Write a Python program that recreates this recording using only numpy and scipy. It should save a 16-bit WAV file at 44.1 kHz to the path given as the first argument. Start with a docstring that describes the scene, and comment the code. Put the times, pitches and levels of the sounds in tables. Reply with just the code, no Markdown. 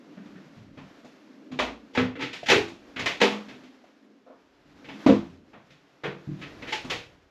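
"""A low hum, rustle and rumble fill a small boat cabin and swell as someone moves about.
A hand works the push catch of a wooden cupboard, opens the door and lets it slam.
Each blow is a bright snap and a duller clack, both bursts of noise that die away in the cabin,
with a ring and boom of the panels, a thump in the hull and a jingle of metal fittings,
all decaying sine modes. The blows linger in the background as short swells."""
import sys
import numpy as np
from scipy import signal
from scipy.fft import rfft, irfft
from scipy.io import wavfile

SR = 44100
rng = np.random.default_rng(int(sys.argv[2]) if len(sys.argv) > 2 else 0)


def master(y):
    """Save y as 16-bit WAV."""
    cut = np.clip(np.atleast_2d(y).T, -1, 1)
    pcm = np.round(cut * 32767)  # scale
    wavfile.write(sys.argv[1], SR, pcm.astype(np.int16))


N = 321930

# background faders as someone moves about: t/s, rustle/dB, hum/dB, drone/dB, rumble/dB
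MOVEMENT = [(0, -58.5, -49.5, -68, -90), (.45, -55, -54, -58, -82), (.72, -60.5, -53, -57, -62),
            (.9, -55.5, -63, -71, -90), (1.15, -57, -58, -70, -92), (1.46, -60, -48.5, -69, -94),
            (1.92, -59.5, -51.5, -69, -84), (2.42, -79, -58, -65, -77), (2.9, -54, -54.5, -72, -67.5),
            (3.5, -52, -52, -65.5, -73.5), (3.92, -62, -64.5, -79, -88.5), (4.12, -65, -53, -75, -94.5),
            (4.5, -64, -72, -81.5, -78), (4.76, -58, -58.5, -62, -68), (5.04, -47.5, -53.5, -64, -75.5),
            (5.4, -63.5, -54, -67, -70), (5.7, -61, -70, -67, -80), (6.02, -61, -74.5, -75, -87.5),
            (6.55, -50.5, -49, -61, -51), (6.69, -48, -55, -66, -60), (6.95, -55.5, -55.5, -55, -54.5),
            (7.3, -64, -73, -78.5, -73.5)]
# swell a blow leaves in rustle, hum, drone and rumble, a row each: level/dB re the blow, t60/s
AFTER_SWELLS = [(-11, 0.25), (-21.5, 0.39), (-8.5, 0.5), (-19.5, 0.53)]
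# noise colours of the background layers: f/Hz, relative level/dB
RUSTLE_SPECTRUM = [(180, -27), (300, -6.5), (335, -14), (381, -12), (492, -16.5), (577, -15), (916, -20.5),
                   (1600, -21), (5460, -33), (7160, -40), (9090, -55.5), (11900, -46), (13500, -65)]
HUM_SPECTRUM = [(170, -29), (215, -7), (245, -8.5), (265, -2.5), (290, -4.5), (320, -8.5), (345, -15.5),
                (400, -16.5), (500, -20), (620, -22.5), (800, -43.5)]
DRONE_SPECTRUM = [(100, -33), (130, -6), (160, -3.5), (190, 0.5), (230, -29)]
RUMBLE_SPECTRUM = [(15, -17.5), (40, -7.5), (70, -5.5), (110, -8), (150, -21)]
# cue list of catch and door blows: t/s, snap/dB, clack/dB, ring/Hz, ring/dB, boom/Hz, boom/dB,
# thump/Hz, thump/dB, factor on the wood's t60, snap tilt/(dB per octave), rise/ms
BLOW_CUES = [(0.171, -59.5, -57, 596, -48, 197.5, -34, 175, -67, 1.2, -7.5, 1.8),
             (0.257, -64, -62, 497, -56, 199, -41, 164, -51, .46, 2, 1.1),
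             (0.325, -77, -75, 370, -59, 197, -40, 120, -56, .6, -8, 1.2),
             (0.355, -61, -74, 375, -50, 190, -36.5, 167, -69, 0.63, -10.5, 1.3),
             (0.569, -67.5, -70, 371, -60, 211, -45.5, 116, -42.5, 1.1, 5.5, 1.2),
             (0.773, -51, -48.5, 606, -46, 267.5, -36.5, 165, -38.5, 0.68, -2.2, 2.3),
             (1.046, -65, -59, 590, -37, 248, -41, 144, -57, 0.38, 7.5, 1.3),
             (1.515, -49.5, -47, 570, -41, 252.6, -33, 154, -41.5, 0.87, 2.5, 2.5),
             (1.589, -25, -23, 627, -30.5, 240, -30, 64, -40.5, 2.5, 0, 1.7),
             (1.933, -52, -65, 476, -43, 254, -52, 119, -55, .95, 5, 10),
             (1.95, -33.5, -37.5, 870, -30, 265, -45, 116, -53, 0.65, -0.5, 0.92),
             (1.974, -25, -26.5, 469, -21, 251, -19, 110, -29, 1.25, -4, 0.89),
             (2.154, -44.5, -53, 476, -42.5, 275, -33, 115, -54, 3.5, -5.5, 1.2),
             (2.19, -41, -43.5, 907, -35.5, 283, -42, 129, -49, 2.1, -1.5, 5.4),
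             (2.205, -32.5, -47, 397, -39, 282, -33.5, 129, -45, 1.4, -1, 3.9),
             (2.222, -31.5, -47, 475, -39, 285, -38, 129, -48, 1.1, -1.5, 0.65),
             (2.33, -38, -45.5, 371, -57, 291, -53, 172, -65, 0.51, 3, 1.7),
             (2.431, -50.5, -67, 612, -21, 256, -52, 145, -47, 0.24, 4.5, 1.3),
             (2.459, -32.5, -52, 810, -41, 250, -57, 112, -47, 1.7, 2.5, 4.5),
             (2.485, -21, -44, 810, -17, 244.7, -25, 106.3, -52, 1.64, 1.5, 1.6),
             (2.499, -19.5, -41, 472, -18, 254, -25, 109, -31.5, 1.1, 3.5, 1.6),
             (2.514, -17.5, -23, 395, -20, 330, -28.5, 109.8, -33.5, 1.1, -2.7, 1.2),
             (2.56, -32, -33.5, 428, -20, 294, -28.5, 106, -43, 0.83, -2.5, .9),
             (2.679, -53, -48, 382, -61, 254, -41.5, 99, -55, 0.56, 6.5, 1.1),
             (2.961, -33, -43.5, 490, -64, 251, -38.5, 112, -43, 0.9, -4.5, 1.2),
             (2.993, -32, -36, 487, -41, 261, -39, 110, -37, 0.81, 1.6, 1),
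             (3.059, -24.5, -30, 605, -25.5, 273, -42.5, 166, -42.5, 0.85, 1.4, 0.75),
             (3.202, -25.5, -43, 870, -27.5, 283, -27, 171, -55, 2.9, -0.5, 4.3),
             (3.215, -19.5, -23, 465, -12.5, 207, -23.5, 174, -61.5, 0.83, 2, 0.3),
             (3.235, -50, -28, 390, -26.5, 254, -31, 163, -44.5, 1.2, -7.5, 3),
             (3.321, -40, -39.5, 490, -41.5, 205.5, -34, 173, -51.5, 2.3, 1, .8),
             (3.484, -47.5, -50.5, 416, -54, 249, -46, 127, -60.5, 3.6, 1.7, 1.8),
             (3.634, -60, -77, 423, -74, 254, -52.5, 178, -69.5, 1.5, 4, 1.3),
             (3.841, -71, -64, 625, -37.5, 264, -62, 160.5, -66.5, 0.17, 5, 0.82),
             (4.264, -84, -56.5, 563, -39, 264, -53, 175.6, -69, 0.6, -2.1, 3.5),
             (4.3, -82, -55.5, 584, -38.5, 277, -45, 168.5, -78, 0.88, -6, 1.2),
             (4.843, -49, -62, 476, -53.5, 294, -54.5, 156, -55.5, 2, -1, 2),
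             (4.886, -44, -48, 870, -43, 273, -38.5, 126, -52, .95, -1.5, 2.3),
             (4.94, -62.5, -67, 353, -47.5, 207, -41.5, 153, -61, .93, 5, 1.3),
             (5.062, -31, -23.5, 615, -13.5, 277.3, 0, 160, -24.5, 0.79, 2.5, 2.4),
             (5.09, -38, -32, 533, -7.5, 207, -13.5, 102, -27, 0.68, -4.5, 0.9),
             (5.118, -48.5, -41.5, 512, -10.5, 337, -27, 163, -30, 0.42, 3, 3),
             (5.297, -70.5, -80, 364, -61, 215, -55, 86, -53, 1.2, 8, 0.91),
             (5.532, -54.5, -49.5, 522, -61.5, 222, -43, 118, -55.5, 0.83, -7, 1.7),
             (5.704, -57.5, -75, 536, -65.5, 250, -75, 161, -55.5, 1.3, 3, 1.3),
             (6.035, -32, -32, 461, -29, 342.5, -41, 166, -34, 1.9, -5.5, 5.8),
             (6.272, -67.5, -79, 301, -35, 180, -44, 150.4, -29, 1.2, -1, 5.9),
             (6.391, -59, -66, 450, -75, 270, -55, 138, -43, 0.93, 4, 3.4),
             (6.412, -38.5, -48, 450, -53, 272, -64, 163, -58.5, 3.8, -2.5, 9.1),
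             (6.621, -40, -46, 484, -45, 260, -38, 127, -46, 0.74, -4, 1.4),
             (6.669, -32, -45, 477, -43, 329, -44.5, 125, -54, 2.7, 0, 25),
             (6.723, -28.5, -40, 890, -25, 333, -51, 126, -67, 1.17, 1.7, 1.9),
             (6.846, -56, -44.5, 355, -41, 262, -30, 149, -37, 0.38, 8, 1.3),
             (6.898, -27.5, -33, 485, -42.5, 317, -46, 110, -47, 3.6, 2.5, 4.9)]
(BLOW_S, SNAP_DB, CLACK_DB, RING_HZ, RING_DB, BOOM_HZ, BOOM_DB,
 THUMP_HZ, THUMP_DB, WOOD_STRETCH, TILT_DB, RISE_MS) = np.transpose(BLOW_CUES)
# noise colours of a blow: f/Hz, relative level/dB
SNAP_SPECTRUM = [(710, -39.5), (1200, -15), (1520, -1), (1660, -6.5), (1800, 2), (2030, 0.5), (2620, 2),
                 (2840, -2.5), (3440, -3), (4760, -11.5), (6860, -21), (9030, -40), (12100, -39),
                 (13500, -60)]
CLACK_SPECTRUM = [(150, -23), (400, -2.5), (700, -3), (1200, -4.5), (1800, -18.5), (3000, -39)]
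# cabin reverb by band: f/Hz, base t60/s
CABIN_DECAY = [(600, 0.28), (2000, 0.25), (5000, 0.27), (11000, 0.29)]
# modes of panels and carcass: f/Hz, relative level/dB, base t60/s
WOOD_MODES = [(36, -4, .5), (56.8, 5, 0.81), (86, 3.5, 0.8), (110, 1.5, 0.62), (129, 5, 0.28),
              (145, 7, 0.39), (163, -9, 0.3), (188, 2, 0.46), (207, 2.5, 0.59), (230, -3.5, 0.74),
              (254, 4, 0.55), (271.5, 0, 0.32), (298.7, 4, 0.33), (337, 3.5, 1), (390, 5.5, 0.28),
              (425, 2, 0.36), (476, 2, .3), (517, 3, 0.19), (618, 3, 0.11), (682, -0.5, 0.28),
              (820, -6, 0.27), (870, 0.5, 0.21), (955.5, -4, 0.17)]
# modes of catch and handle: f/Hz, relative level/dB, base t60/s
METAL_MODES = [(1304, -6.5, 0.16), (1674, -3.5, 0.12), (2040, -6, 0.32), (2155, -2.5, 0.073),
               (2310, -6, 0.17), (2520, -9.5, 0.11), (2630, -10, 0.14), (3010, -6, .2), (3280, -7.5, .15),
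               (3740, -5, 0.05), (3970, -3, 0.023), (5050, -12.5, 0.049), (5980, -17.5, .12),
               (6900, -19, 0.14)]

TILT_PIVOT_HZ, TOP_HZ = 2000, 13800
SWELL_RISE_S, CRACK_T60_S = 0.011, 0.0064


def gain_of(db):
    """Decibels to amplitude."""
    return 10 ** (np.asarray(db) / 20)


def noise(spectrum, share=lambda hz: 1):
    """Coloured noise of rms 1, before share picks out a band of it."""
    hz = np.fft.rfftfreq(N, 1 / SR)
    points_hz, points_db = np.transpose(spectrum)
    shape = gain_of(np.interp(np.log(hz + 1), np.log(points_hz + 1), points_db, left=-90, right=-90))
    return irfft(rfft(rng.standard_normal(N)) * shape * share(hz), N) / np.sqrt(np.mean(shape ** 2))


def wander(depth_db, rate_hz):
    """A gain that drifts between random levels."""
    points = rng.standard_normal(int(N / SR * rate_hz) + 2)
    return gain_of(depth_db * np.interp(np.linspace(0, len(points) - 1, N), np.arange(len(points)), points))


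def fader(layer, blow_db):
    """Gain of a background layer: the movement, plus a swell after each blow."""
    cue_s, *levels_db = np.transpose(MOVEMENT)
    moving = gain_of(np.interp(np.arange(N) / SR, cue_s, levels_db[layer]))
    send_db, t60 = AFTER_SWELLS[layer]
    kicks = np.zeros(N)
    kicks[np.round(BLOW_S * SR).astype(int)] = gain_of(blow_db + send_db) ** 2
    tails = signal.lfilter([1], [1, -gain_of(-60 / (t60 * SR)) ** 2], kicks)
    pole = np.exp(-1 / (SWELL_RISE_S * SR))
    swell_power = signal.lfilter([1 - pole], [1, -pole], tails)
    return np.sqrt(moving ** 2 + swell_power)


def rustle():
    """Cloth and feet: fluttering broad noise in which the snaps linger."""
    return fader(0, SNAP_DB) * wander(depth_db=1, rate_hz=30) * noise(RUSTLE_SPECTRUM)


def panel_hum():
    """The panels hum and drone in uneven swells; booms linger in the hum, thumps in the drone."""
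    hum = fader(1, BOOM_DB) * wander(depth_db=1.5, rate_hz=5.8) * noise(HUM_SPECTRUM)
    drone = fader(2, THUMP_DB) * wander(depth_db=3.1, rate_hz=24) * noise(DRONE_SPECTRUM)
    return hum + drone


def hull_rumble():
    """The hull's slowly heaving low end, lifted by each thump."""
    return fader(3, THUMP_DB) * wander(depth_db=1.5, rate_hz=2) * noise(RUMBLE_SPECTRUM)


def tail_stretch(snap_db):
    """Factor on t60: faint snaps come from further off and hang on longer."""
    return 1.278 + 0.013 * (-19.5 - snap_db)


def cabin_bursts(levels_db, spectrum, tilts_db, crack_db):
    """Blows and their dense echoes: each noise band leaps up and dies at its own, quickening pace."""
    t = np.arange(SR // 3) / SR
    band_hz, t60 = np.transpose(CABIN_DECAY)
    bands = np.arange(len(band_hz))
    power = np.zeros((len(bands), N + SR))
    crack = gain_of(crack_db - 60 * t / CRACK_T60_S) ** 2  # direct sound, before the walls answer
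    for i, start_s in enumerate(BLOW_S):
        colour = gain_of(levels_db[i] + tilts_db[i] * np.log2(band_hz[:, None] / TILT_PIVOT_HZ)) ** 2
        tail = gain_of(-60 * t / (t60[:, None] * tail_stretch(SNAP_DB[i])) - 82 * t ** 2) ** 2
        attack = 1 - np.exp(-1000 * t / RISE_MS[i])
        power[:, round(start_s * SR):][:, :len(t)] += colour * (tail + crack) * attack ** 2
    out = np.zeros(N)
    for band in bands:
        crossover = lambda hz: np.sqrt(np.interp(np.log2(hz + 1), np.log2(band_hz), bands == band))
        out += noise(spectrum, crossover) * np.sqrt(power[band, :N])
    return out


def ring(modes, levels_db, stretches, build_cycles, spread_db, choke_db_s2):
    """Struck modes, a little detuned and randomly softened each time; levels_db is blows by modes."""
    out, t = np.zeros(N + SR), np.arange(SR // 3) / SR
    chance = rng.random((len(BLOW_S), len(modes), 2))
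    for i, start_s in enumerate(BLOW_S):
        audible = levels_db[i] > -72
        hz, mode_db, t60, tune, size, strike_db = np.c_[modes, chance[i], levels_db[i]][audible].T[..., None]
        attack = 1 - np.exp(-t / (build_cycles / hz + RISE_MS[i] / 1000))  # low modes bloom later
        level_db = strike_db + mode_db - spread_db * (1 - size)
        fade_db = -60 * t / (t60 * stretches[i]) - choke_db_s2 * t ** 2
        detuned_hz = hz * (1 + 0.012 * (tune - .5))
        partials = gain_of(level_db + fade_db) * attack * np.sin(2 * np.pi * detuned_hz * t)
        out[round(start_s * SR):][:len(t)] += partials.sum(0)
    return out[:N]


def panel_knocks():
    """The struck spot sets which wood modes speak: those near its ring, boom and thump pitches."""
    mode_hz = np.transpose(WOOD_MODES)[0]
    power = 0
    for hz, db, db_per_octave in (RING_HZ, RING_DB, 50), (BOOM_HZ, BOOM_DB, 110), (THUMP_HZ, THUMP_DB, 34):
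        octaves_off = abs(np.log2(mode_hz / hz[:, None]))
        power += gain_of(db[:, None] - db_per_octave * octaves_off) ** 2
    levels_db = 10 * np.log10(power)
    return ring(WOOD_MODES, levels_db, WOOD_STRETCH, build_cycles=.9, spread_db=1.5, choke_db_s2=302)


def fittings_jingle():
    """Catch and handle ring with the snaps and follow their level and brightness."""
    octaves = np.log2(np.transpose(METAL_MODES)[0] / TILT_PIVOT_HZ)
    levels_db = SNAP_DB[:, None] + TILT_DB[:, None] * octaves
    stretches = tail_stretch(SNAP_DB)
    return ring(METAL_MODES, levels_db, stretches, build_cycles=.6, spread_db=16, choke_db_s2=500)


def scene():
    """Mono mix of the blows over the background bed."""
    snaps = cabin_bursts(SNAP_DB, SNAP_SPECTRUM, TILT_DB, crack_db=7)
    clacks = cabin_bursts(CLACK_DB, CLACK_SPECTRUM, np.zeros_like(TILT_DB), crack_db=-3.5)
    blows = snaps + clacks + panel_knocks() + fittings_jingle()
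    bed = rustle() + panel_hum() + hull_rumble()
    return (blows + bed)[None]


def record(dry):
    """A steep low-pass trims the top end."""
    lowpass = signal.firwin(511, TOP_HZ, window=("kaiser", 9), fs=SR)
    return signal.oaconvolve(dry, lowpass[None], "same")


dry = scene()
out = record(dry)
master(out)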